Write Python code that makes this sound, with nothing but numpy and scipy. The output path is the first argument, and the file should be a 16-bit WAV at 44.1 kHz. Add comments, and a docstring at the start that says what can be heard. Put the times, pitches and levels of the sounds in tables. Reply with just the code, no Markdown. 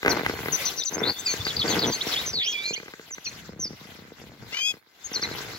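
"""Boots creak and crunch in cold snow while finches caught in a fine net twitter over a snowy field.
Packed snow slips grain by grain, each slip ringing as a thud and a crack; the birds are gliding near-sine
whistles with scattered echoes. Clothes and net rustle in bands of noise close to a hand-held stereo recorder.
One bird in the hand gives a harsh rising squawk: two voices that lock at 4 to 3."""
import sys
import numpy as np
from scipy import signal
from scipy.io import wavfile
from scipy.ndimage import uniform_filter1d

SR = 44100
rng = np.random.default_rng(int(sys.argv[2]) if len(sys.argv) > 2 else 0)


def output_pcm(signal):
    """Save a mono or channel-first signal as 16-bit PCM at the path in sys.argv[1].

    Samples are clipped to [-1, 1] before scaling.
    """
    pcm = np.clip(np.atleast_2d(signal).T, -1, 1) * 32767
    wavfile.write(sys.argv[1], SR, np.round(pcm).astype(np.int16))


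N = 246078

# Rings of the snow under the sole. Each row: frequency in Hz, relative level in dB, time to fall 60 dB in s.
THUD_MODES = [(215, 4, 0.022), (330, 5, .024), (455, 11, 0.028), (620, 5, .014), (800, 4, 0.008)]
# Rings of the breaking crust. Each row: frequency in Hz, relative level in dB, time to fall 60 dB in s.
CRACK_MODES = [(1030, -9.5, 0.011), (1360, -11, 0.0084), (1570, 3, 0.0059), (2084, 5.5, 0.004),
               (3500, -5.5, 0.0012), (6200, -7.5, 0.00058), (11500, -15, 0.0014)]


def from_db(db):
    """Decibels to gain."""
    return 10 ** (np.asarray(db) / 20)


def rms_one(x):
    """Scale to rms 1."""
    return x / np.sqrt(np.mean(x ** 2) + 1e-20)


def at_hz(points, hz):
    """Read a curve of (Hz, value) points on a log-frequency axis."""
    point_hz, values = np.array(points).T
    return np.interp(np.log(hz), np.log(point_hz), values)


def over_time(points):
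    """Read a curve of (s, value) points at every sample."""
    return np.interp(np.arange(N) / SR, *np.transpose(points))


def band(x, low_hz, high_hz):
    """Second-order band-pass."""
    return signal.sosfilt(signal.butter(2, [low_hz, high_hz], "band", fs=SR, output="sos"), x)


def drift(rate, size=N):
    """Slow random wander of rms 1: noise twice through a one-pole low-pass at the rate in Hz."""
    r = np.exp(-2 * np.pi * rate / SR)
    noise = rng.standard_normal(size + 4000)
    return rms_one(signal.lfilter([1], [1, -2 * r, r * r], noise)[4000:])  # skips the filter's start


def ring(clicks, modes, tilt_db=np.zeros(N)):
    """Every click sets all modes ringing, each with a strength of its own; the tilt is in dB per octave."""
    out, at = 0, np.flatnonzero(clicks)
    for hz, level_db, t60 in modes:
        r, w = from_db(-60 / (t60 * SR)), 2 * np.pi * hz / SR
        chance_db = 2.5 * rng.standard_normal(N)[at]
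        blows = np.full(N, 1e-18)
        blows[at] = clicks[at] * from_db(level_db + tilt_db[at] * np.log2(hz / 400) + chance_db)
        out = out + signal.lfilter([0, np.sin(w)], [1, -2 * r * np.cos(w), r * r], blows)
    return out


def rustle(level_db, patchy_db):
    """Cloth, net and air: narrow bands of stereo noise with a common drift and one of five flickers each."""
    # Each row: frequency in Hz, relative density in dB per Hz.
    rustle_spectrum = [(200, 5.5), (900, 6.5), (1500, 7.5), (2900, 8.5), (3600, 10.5), (5000, 6.5),
                       (7400, 3.5), (11000, -3.5), (16000, -2.5)]
    # Each row: frequency in Hz, left-right likeness (0 unlike, 1 the same).
    ear_likeness = [(60, 0.648), (200, 0.89), (600, 0.97), (1600, 0.2), (5000, 0.016)]
    out, together, edges = 0, drift(2.07), 30 * 2 ** np.arange(0, 9.3, .4)
    white = rng.standard_normal((2, 2, N))
    flicker = [drift(19.7) for k in range(5)]
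    for k, (low, high) in enumerate(zip(edges, edges[1:])):
        mid, side = band(white[k % 2], low, high)
        hz = np.sqrt(low * high)
        alike = np.clip(at_hz(ear_likeness, hz), -1, 1)
        gain = from_db(at_hz(rustle_spectrum, hz) + patchy_db * (together + flicker[k % 5]))
        out = out + gain * (np.sqrt(1 + alike) * mid + np.sqrt(1 - alike) * side * [[1], [-1]])
    return from_db(level_db + 5.5) * out * from_db([[1.5], [-1.5]])


def hiss():
    """Fine treble noise of cloth and snow dust, own in each channel."""
    # Each row: time in s, relative level in dB.
    treble_curve = [(0, -87), (.06, -49), (0.129, -34.5), (.17, -99), (.35, -48), (.55, -37), (.8, -47.5),
                    (.87, -68), (.92, -42), (.97, -53), (1.2, -44.5), (1.35, -69), (2.25, -64), (2.5, -66),
                    (3.0, -67), (3.3, -68), (3.55, -102), (4.4, -69), (4.7, -54), (4.85, -76), (5.05, -74),
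                    (5.58, -59)]
    high_pass = signal.butter(4, 9500, "high", fs=SR, output="sos")
    high = signal.sosfilt(high_pass, rng.standard_normal((2, N)))
    return from_db(over_time(treble_curve) + 1.5 * drift(25)) * rms_one(high) * from_db([[2.5], [-1.5]])


def flock(level_db):
    """Far birds blur into short wavering whistles around a few pitches."""
    # Centre pitches in Hz.
    flock_pitches = [3550, 4300, 4950]
    out = 0
    for hz in flock_pitches:
        phase = 2 * np.pi * np.cumsum(hz * (1 + 0.018 * drift(56.0))) / SR
        right_shift = rng.uniform(0, np.pi) * np.array([[0], [1]])
        bursts = np.clip(drift(21) - .8, 0, 1)  # only the crests of the drift sound
        out = out + bursts * np.sin(phase + right_shift)
    return from_db(level_db + 10) * out


def rumble(level_db):
    """Lumpy low noise of steps and grip carried through the body, partly its own in each channel."""
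    shared, *own = rng.standard_normal((3, N))
    low = band(shared + 0.4 * np.array(own), 65, 170)
    return from_db(level_db + 1.6 * drift(11.4)) * rms_one(low) * from_db([[1.5], [-1.5]])


def bumps():
    """Soft knocks on the recorder: each a few cycles of a low tone under a smooth hump."""
    # Each row: start in s, frequency in Hz, peak in dB.
    knock_rows = [(1.391, 97.1, -26.5), (5.04, 61, -46)]
    t, cycles, out = np.arange(N) / SR, 2.2, 0
    for start, hz, peak_db in knock_rows:
        hump = np.sin(np.pi * np.clip((t - start) * hz / cycles, 0, 1)) ** 2
        out = out + from_db(peak_db) * hump * np.sin(2 * np.pi * hz * (t - start))
    return out


def tread():
    """Each step presses in, swells or eases, and lifts off; gives crunch, crackle and rumble in dB."""
    # Weight pressed into the snow. Each row: start in s, length before lifting in s, crunch at the end in dB,
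    # swell on the way in dB, crackle at the end in dB, rumble at the end in dB.
    step_rows = [(0.044, 0.16, -29, -5, -33.5, -48.5), (0.225, 0.32, -40.5, -2.5, -40.5, -43),
                 (0.594, 0.22, -46.5, 1.5, -66, -55.5), (0.897, .2, -27.5, 10.5, -32, -45),
                 (1.147, 0.18, -50.5, -2, -49.5, -57.5), (1.302, 0.26, -45, 2, -64, -46.5),
                 (1.539, 0.069, -40, 3, -58, -37.5), (1.621, 0.16, -25, 4, -35.5, -41.5),
                 (1.797, .1, -24.5, 2, -35, -41), (1.93, 0.29, -46, -3, -52.5, -69),
                 (2.193, 0.19, -42, 4.5, -54, -46.5), (2.434, 0.46, -53.5, -2, -67, -85),
                 (2.959, .27, -65.5, -0.5, -70, -66), (3.245, 0.5, -51.5, 2.5, -55.5, -49.5),
                 (3.77, 0.42, -60.5, 0, -55.5, -56.5), (4.173, .19, -51, -5.5, -61.5, -55),
                 (4.379, 0.11, -50, -1.5, -55.5, -46), (4.596, .17, -54.5, 6.5, -64, -61),
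                 (5.05, 0.13, -44.5, 15, -41, -59), (5.21, 0.34, -46, -6, -46.5, -50.5)]
    # Levels between steps in dB: crunch, crackle, rumble.
    rest_levels = [-69, -64.5, -88]
    press_s, lift_s = .025, .028
    t, power = np.arange(N) / SR, np.outer(from_db(rest_levels) ** 2, np.ones(N))
    for start, length, crunch_db, swell_db, crackle_db, rumble_db in step_rows:
        gate = np.clip(np.minimum((t - start) / press_s, (start + length - t) / lift_s + 1), 0, 1)
        load = gate * from_db(swell_db * np.clip((t - start) / length - 1, -1, 0))
        power = power + np.outer(from_db([crunch_db, crackle_db, rumble_db]), load) ** 2
    return 10 * np.log10(power)


def firmness():
    """Brightness of the snow thuds over time, dull where the snow lies deep and loose."""
    # Each row: time in s, tilt in dB per octave.
    firmness_curve = [(0, 9), (2.1, -3), (2.9, 4.5), (3.5, -14.5), (4.2, -9), (5.1, 0.5)]
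    return over_time(firmness_curve)


def wide(x):
    """Loose snow carries the lows more slowly, so each blow falls in pitch; the right channel hears it late."""
    for stage in range(3):
        x = signal.lfilter([-.97, 1], [1, -.97], x)  # all-pass
    late = np.concatenate([np.zeros(8), x[:-8]])
    return np.array([x * from_db(-1.0), late * from_db(-2.5)])


def crunch(crunch_db, crackle_db):
    """Stick and slip: the harder the load, the faster the snow gives way; each slip is a thud and a crack."""
    load_db = crunch_db + 28
    slips_per_s = 120 * from_db(.4 * load_db + 1.5 * drift(40))
    slips = np.diff(np.floor(np.cumsum(slips_per_s) / SR), prepend=0) * from_db(3 * rng.standard_normal(N))
    grains = (rng.random((2, N)) < 600 / SR) * rng.laplace(size=(2, N))  # about 600 a second
    blows = slips + 0.32 * from_db(0.29 * load_db) * grains[0]
    thud = band(ring(blows, THUD_MODES, firmness()), 150, 1100)
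    crack = rms_one(np.array([ring(slips + 0.63 * g, CRACK_MODES) for g in grains]))
    # sparse slips carry the same power in fewer blows
    even = np.sqrt(uniform_filter1d(thud ** 2, SR // 10) + 1e-12)
    return wide(from_db(crunch_db) * thud / even) + from_db(crackle_db) * crack


def creaks():
    """Lone slips of packed snow: a sharp crack and a slower, softer thud set off together."""
    # Each row: time in s, relative level in dB, relative balance of crack over thud in dB.
    creak_rows = [(0.027, -34, 0.5), (0.046, -22.5, -10), (0.058, -17, -5), (0.077, -18.5, -4),
                  (0.23, -23, -19), (0.26, -33, 9.5), (0.293, -19.5, -13.5), (0.333, -23, -32),
                  (0.455, -21.5, -15), (0.481, -24.5, -8), (0.965, -20, -40), (1.014, -16.5, -29),
                  (1.335, -24, -17), (1.464, -25.5, -5.5), (2.065, -18, -30), (2.672, -37, -14),
                  (2.704, -24.5, -26), (2.723, -37, -27), (2.774, -34, -37), (2.797, -34, -13.5),
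                  (2.827, -33.5, -13.5), (2.856, -42, -14), (2.878, -41.5, -3), (2.934, -33.5, -11),
                  (2.992, -35, -13.5), (3.105, -45, -4.5), (3.178, -35.5, -8.5), (3.488, -30.5, -45),
                  (3.53, -33.5, -40), (3.558, -38, -35), (3.589, -31.5, -39), (3.626, -40, -33),
                  (3.651, -30.5, -30), (3.702, -30, -38), (3.728, -34, -22), (3.809, -36, -34),
                  (3.85, -36, -28), (3.885, -37, -31), (3.915, -37, -20), (3.948, -37.5, -29),
                  (3.985, -35.5, -30), (4.017, -38, -30), (4.047, -39, -24), (4.077, -41, -27),
                  (4.116, -32, -34), (4.736, -33, -18.5), (5.112, -31, -18), (5.162, -34.5, -11),
                  (5.191, -29.5, -13), (5.224, -28, -10), (5.309, -26, -20), (5.488, -32, -25)]
    s, level_db, crack_db = np.transpose(creak_rows)
    at = np.round((s + 0.0033) * SR).astype(int)  # the blows fall 3.3 ms after the listed times
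    thuds, cracks = np.zeros((2, N))
    thuds[at] = from_db(level_db - 13)
    cracks[at] = from_db(level_db + crack_db + 12)
    cracks = cracks + .5 * np.roll(cracks, SR // 400)  # the crust breaks twice
    soft = band(ring(thuds, THUD_MODES, firmness()), 120, 1300)
    return wide(soft + ring(cracks, CRACK_MODES))


def tone(rows, tones, pan_db, lead, buzz, buzz_hz, unsteady):
    """One or two voices of the syrinx and their mixed tones; rasp shakes pitch and level quickly."""
    s, *voices, level_db, rasp = np.transpose(rows)
    at = np.arange(round((s[0] - .003) * SR), round((s[-1] + 0.0019) * SR))
    t = at / SR
    rasp = np.clip(np.interp(t, s, rasp), 0, 1)
    pitch = [np.interp(t, s, hz) * (1 + (.003 + .03 * rasp) * drift(350, size=len(t))) for hz in voices]
    phase = 2 * np.pi * np.cumsum(uniform_filter1d(pitch, 60), axis=1) / SR
    fade = np.clip(np.minimum(t - t[0], t[-1] - t) / 0.0027, 0, 1)
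    shaken_db = np.interp(t, s, level_db) + (2.07 + 1.5 * rasp) * drift(84, size=len(t))
    gain = fade * from_db(shaken_db)
    side = np.array([[.5], [-.5]])  # left, right
    wave = sum(from_db(db) * np.sin(np.dot(multiples, phase) + side * lead) for *multiples, db in tones)
    # a fast beat puts side tones round each tone
    beats = np.cumsum(buzz_hz * (1 + unsteady * drift(254.4, size=len(t)))) / SR
    wave = wave * (1 + buzz * rasp ** 2 * np.sin(2 * np.pi * beats))
    ears, out = from_db(side * pan_db), np.zeros((2, N))
    out[:, at] = np.sqrt(2) * gain * wave * ears / np.sqrt(np.mean(ears ** 2))
    return out


def chirp(start, length, from_hz, to_hz, bend, peak_db, share, pan_db, rasp):
    """The pitch slides to its goal while the level swells to a rounded peak and dies."""
    swell_db, die_db = 10.5, 10.5  # how far below its peak a chirp starts and ends
    u, share = np.linspace(0, 1, 17), np.clip(share, .05, .95)
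    swell = swell_db * (1 - u / share) ** 2
    die = die_db * ((u - share) / (1 - share)) ** 2
    level_db = peak_db - np.where(u < share, swell, die)
    rebound = .5 * np.clip(bend - 3, 0, 1)  # glides that settle very early swing back by this share
    slide = (1 - u) ** bend + rebound * u ** 2
    return pan_db, rasp, np.transpose([start + u * length, to_hz + (from_hz - to_hz) * slide, level_db])


def finches():
    """Near-sine whistles with a faint octave: single chirps, a repeated figure and winding whistles."""
    # One glide each. Each row: start in s, length in s, from Hz, to Hz, bend (1 straight, more settles early),
    # level at the peak in dB, share of length at the peak, left over right in dB, rasp 0-1.
    chirp_rows = [(0.088, .045, 6200, 4130, 2.3, -26, 0.65, 9, 0.26),
                  (.095, 0.034, 6600, 5670, 3.5, -26, 0.36, 12, 0.28),
                  (.522, 0.042, 6750, 5770, 4.1, -20.5, 0.73, 12.5, 0.18),
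                  (.58, 0.05, 3530, 3580, 0.66, -40, 0.67, 3, 0.1),
                  (0.646, 0.053, 5900, 4020, 2.4, -33, 0.98, 4, 0.31),
                  (0.652, 0.044, 6410, 5830, 3.6, -23.5, 0.14, 9, 0.37),
                  (0.765, 0.055, 6200, 3820, 2.4, -34.5, 0.91, 8, 0.39),
                  (0.773, 0.045, 6500, 5740, 5.4, -25.5, 0.4, 7, 0.27),
                  (.815, 0.014, 3680, 3540, 0.85, -27.5, 0.33, 7, 0.42),
                  (0.834, 0.0094, 3500, 7250, 0.85, -29, 0.37, 6, 0.2),
                  (.85, 0.012, 7900, 6050, 2.8, -23, 0.99, 10, 0.15),
                  (0.861, 0.037, 6000, 3930, 3, -38, 0.59, 8, 0.48),
                  (0.859, 0.036, 6900, 5800, 3.8, -23.5, 0.55, 8, 0.16),
                  (.934, 0.029, 6250, 6380, 1.9, -28.5, 0.66, 8, 0.13),
                  (0.981, 0.026, 5020, 5900, 0.97, -34, 0.31, 7, 0.35),
                  (1.036, 0.09, 3500, 4600, 1.7, -27, 0.65, 5.5, 0.48),
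                  (1.032, 0.017, 3550, 3620, 0.56, -24.5, 0.43, 16.5, 0.14),
                  (1.15, 0.1, 3480, 3648, 1.03, -40.5, 0.25, 3, 0.31),
                  (1.185, 0.034, 6120, 6320, 1.04, -36, 0.29, 7, 0.18),
                  (1.189, 0.024, 6750, 8070, 1.2, -32, 0.8, 20, 0.12),
                  (1.247, 0.095, 8040, 6260, 3, -29.5, 1, 7, 0.34),
                  (1.258, 0.083, 5010, 4310, 3.2, -26, 0.081, 1.5, 0.24),
                  (1.263, 0.063, 2610, 2340, 3.3, -33.5, 0.25, -5.5, 0.26),
                  (1.395, 0.027, 3490, 3550, 1, -35, 0.85, 1, 0.14),
                  (1.687, 0.049, 7473, 5890, 3.65, -27, 0.47, 10, 0.26),
                  (1.862, .039, 6555, 5913, 2.2, -28.5, 0.71, 3.5, .14),
                  (1.912, 0.054, 5870, 6360, 5.1, -31, 0.63, 5, 0.26),
                  (1.923, 0.049, 4910, 4230, 3.5, -28.5, 0.19, -1, 0.28),
                  (2.007, 0.024, 3190, 4360, 0.97, -24.5, 0.4, -3, 0.5),
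                  (2.063, 0.019, 5700, 5700, 2.7, -35.5, 0.91, -3, 0.33),
                  (2.114, 0.036, 4900, 3330, 1.15, -33.5, 0.8, 3, 0.78),
                  (2.16, 0.056, 3070, 3860, 2.05, -24, 0.07, 1, 0.33),
                  (2.262, 0.054, 6290, 5485, 0.54, -30.5, 0.27, -1, 0.45),
                  (2.333, 0.12, 4950, 3230, 1.65, -25.5, 0.78, 1, 0.41),
                  (2.4, 0.086, 1967, 2825, 1.36, -37.5, 0.79, -12, 0.69),
                  (2.654, 0.066, 7000, 7300, 2.36, -43.5, 0.94, 8, .2),
                  (2.66, 0.049, 5860, 6280, 2.4, -41, 0.78, -2, 0.15),
                  (2.66, 0.07, 6570, 6720, 3.3, -45, .7, 4, .15),
                  (2.73, 0.028, 2500, 3300, 3.77, -27.5, 0.33, -3, 0.48),
                  (2.731, 0.02, 5100, 6580, 4.1, -34, 0.5, -3, 0.41),
                  (2.76, 0.03, 2070, 2490, 1.25, -34.5, 0.18, -14, 0.14),
                  (2.76, 0.019, 4190, 4740, 0.45, -35.5, 0.12, 6, 0.42),
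                  (3.106, 0.045, 7280, 5800, 3.3, -32.5, 0.96, -1.5, 0.077),
                  (3.245, 0.053, 6990, 5650, 5, -35, 0.45, -1, 0.34),
                  (3.248, 0.047, 5393, 4044, 3.45, -33, 0.7, 8, 0.15),
                  (3.255, 0.026, 3560, 2416, 3.16, -36, 1, -17, 0.3),
                  (5.038, 0.04, 7420, 6246, 5.9, -32, 0.38, 9, 0.28),
                  (5.132, 0.052, 6300, 4112, 2.9, -28, 0.65, 3, 0.28),
                  (5.145, 0.025, 6194, 5880, 6.2, -31.5, 0.23, 8.5, 0.35),
                  (5.218, 0.046, 6036, 3770, 3.3, -28, 0.38, 2.5, 0.26),
                  (5.231, 0.026, 6000, 5900, 1.79, -34, 0.18, 9, 0.2),
                  (5.234, 0.023, 2268, 2054, 1.7, -35.5, 0.4, -13, 0.53),
                  (5.295, 0.051, 4240, 4000, 0.91, -45.5, 0.62, 0, 0.52),
                  (5.521, .055, 4190, 4403, 0.86, -44, 0.73, 4, 0.59)]
    # A two-stroke figure sung four times. 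Each row: start in s, first and second stroke in dB.
    figure_rows = [(1.448, -20.5, -24), (1.563, -20.5, -22), (1.676, -21.5, -24.5), (1.789, -20, -22)]
    # Its strokes. Each row: left over right in dB, rasp 0-1,
    # points of (s after start, pitch in Hz, dB relative to the stroke).
    stroke_rows = [(4, 0.16, [(0, 6600, -28), (.005, 4370, 1), (.01, 4850, -13), (.023, 4738, -13),
                   (.031, 3550, -12)]), (1, 0.42, [(.032, 4550, -3.5), (.049, 3800, -10), (.057, 3386, -2),
                   (.074, 3440, -10)])]
    # Winding whistles, whose pitch and level bend several times.
    # Each row: left over right in dB, rasp 0-1, points of (s, pitch in Hz, level in dB).
    whistle_rows = [(0.5, 0.29, [(2.452, 2820, -42), (2.48, 3240, -28.5), (2.56, 3363, -37),
                    (2.595, 3450, -33), (2.615, 3560, -44), (2.66, 4200, -29.5), (2.7, 4240, -37.5),
                    (2.73, 4290, -41)]), (-2, 0.75, [(2.43, 4300, -39), (2.455, 5200, -41.5),
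                    (2.48, 6217, -44.5), (2.51, 6280, -41), (2.535, 5800, -45)]),
                    (0, 0.25, [(2.525, 5274, -41), (2.565, 4640, -51), (2.64, 4670, -51), (2.69, 4800, -36),
                    (2.715, 4760, -47)]), (-0.5, 0.33, [(3.595, 6340, -37.5), (3.635, 5870, -27.5),
                    (3.66, 4964, -35), (3.682, 4526, -34.5)]), (-11.5, 0.12, [(2.532, 2474, -33.5),
                    (2.56, 2353, -31), (2.62, 2310, -39), (2.68, 2386, -32), (2.722, 2364, -38)])]
    # Lead of the left channel, read at a note's last pitch. Each row: pitch in Hz, lead in radians.
    left_leads = [(2400, 4.42), (3400, 1.18), (4300, 0.99), (6000, 1.26)]
    notes = [chirp(*row) for row in chirp_rows] + whistle_rows
    for start, *strokes_db in figure_rows:
        for db, (pan_db, rasp, points) in zip(strokes_db, stroke_rows):
            notes.append((pan_db, rasp, np.add(points, [start, 0, db])))
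    out = 0
    for pan_db, rasp, points in notes:
        rows = [(*point, rasp) for point in points]
        lead = at_hz(left_leads, points[-1][1])
        out = out + tone(rows, [(1, 0), (2, -30)], pan_db, lead, buzz=4, buzz_hz=300, unsteady=.25)
    return out


def squawk():
    """The bird in the hand: two rising voices that lock at 4 to 3, with their harmonics and mixed tones."""
    # Each row: time in s, upper voice in Hz, lower voice in Hz, level in dB, rasp 0-1.
    squawk_rows = [(4.51, 2500, 1900, -49, .8), (4.53, 2750, 2000, -42, .6), (4.55, 2950, 2280, -35, .42),
                   (4.602, 3090, 2510, -31.5, .35), (4.609, 3130, 2390, -29, .03),
                   (4.67, 3360, 2520, -26, 0), (4.71, 3370, 2530, -27.5, 0), (4.725, 3250, 2440, -43, 0)]
    # Each row: multiple of the upper voice, multiple of the lower voice, relative level in dB.
    squawk_mix = [(1, 0, 0), (0, 1, -4), (0, 2, -10), (2, 0, -10), (0, 3, -17), (1, 1, -26), (0, 5, -29),
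                  (3, 0, -22), (4, 0, -29)]
    # left 6.5 dB over right and 1.83 radians ahead
    return tone(squawk_rows, squawk_mix, pan_db=6.5, lead=1.83, buzz=4, buzz_hz=1000, unsteady=.7)


def field(x):
    """Scattered echoes from stalks and the tree line: dying noise, own in each channel."""
    echo_db, echo_t60_s = -16, 0.5
    t = np.arange(round(.6 * SR)) / SR
    tail = rng.standard_normal((2, len(t))) * from_db(-60 * t / echo_t60_s) * (t > .01)
    tail /= np.sqrt(np.sum(tail ** 2, axis=1, keepdims=True))
    return from_db(echo_db) * signal.fftconvolve(x, tail, axes=1)[:, :N]


def scene():
    """Birds with their echoes, the close squawk, snow and rustle."""
    # Stir of cloth, net and air, which the far flock follows too. Each row: time in s, relative level in dB.
    stir_curve = [(0, -59.5), (.06, -60), (.13, -52), (.2, -56), (.55, -48.5), (.8, -48.5), (.88, -52),
                  (.92, -49.5), (1.0, -56), (1.3, -56), (1.68, -45.5), (1.9, -45.5), (2.4, -51),
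                  (2.75, -61), (2.999, -69.5), (3.299, -61), (3.46, -68), (4.15, -69.5), (4.22, -63.5),
                  (4.36, -69), (4.54, -59.5), (4.749, -63), (4.82, -79.5), (5.03, -64.5), (5.2, -51),
                  (5.58, -55.5)]
    crunch_db, crackle_db, rumble_db = tread()
    stir_db = over_time(stir_curve)
    birds = finches() + flock(stir_db)
    close_bird = squawk()
    snow = crunch(crunch_db, crackle_db) + creaks() + bumps() + rumble(rumble_db)
    echoes = field(birds + 0.026 * close_bird)
    return birds + echoes + close_bird + snow + rustle(stir_db, patchy_db=3.5) + hiss()


def record(dry):
    """The microphone ports dip in the treble, ring lower down and thin the bass; peaks are rounded, the top cut."""
    # Edges of the treble dip in Hz.
    dip_edges = [7930, 9690]
    # Narrow rings of the microphone ports. Each row: frequency in Hz, width in Hz, added level in dB.
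    port_rings = [(1532, 93, -6), (2040, 120, -2)]
    notch = signal.butter(1, dip_edges, "bandstop", fs=SR, output="sos").repeat(2, axis=0)  # passed twice
    ported = signal.sosfilt(notch, dry)
    for hz, width, db in port_rings:
        ported = ported + from_db(db) * signal.lfilter(*signal.iirpeak(hz, hz / width, fs=SR), ported)
    bass_cut = signal.butter(3, 60, "high", fs=SR, output="sos")
    thin = signal.sosfilt(bass_cut, ported + 0.07 * dry)
    top_cut = signal.ellip(14, .5, 70, 15800, fs=SR, output="sos")
    return signal.sosfilt(top_cut, np.tanh(thin))


dry = scene()
out = record(dry)
output_pcm(out)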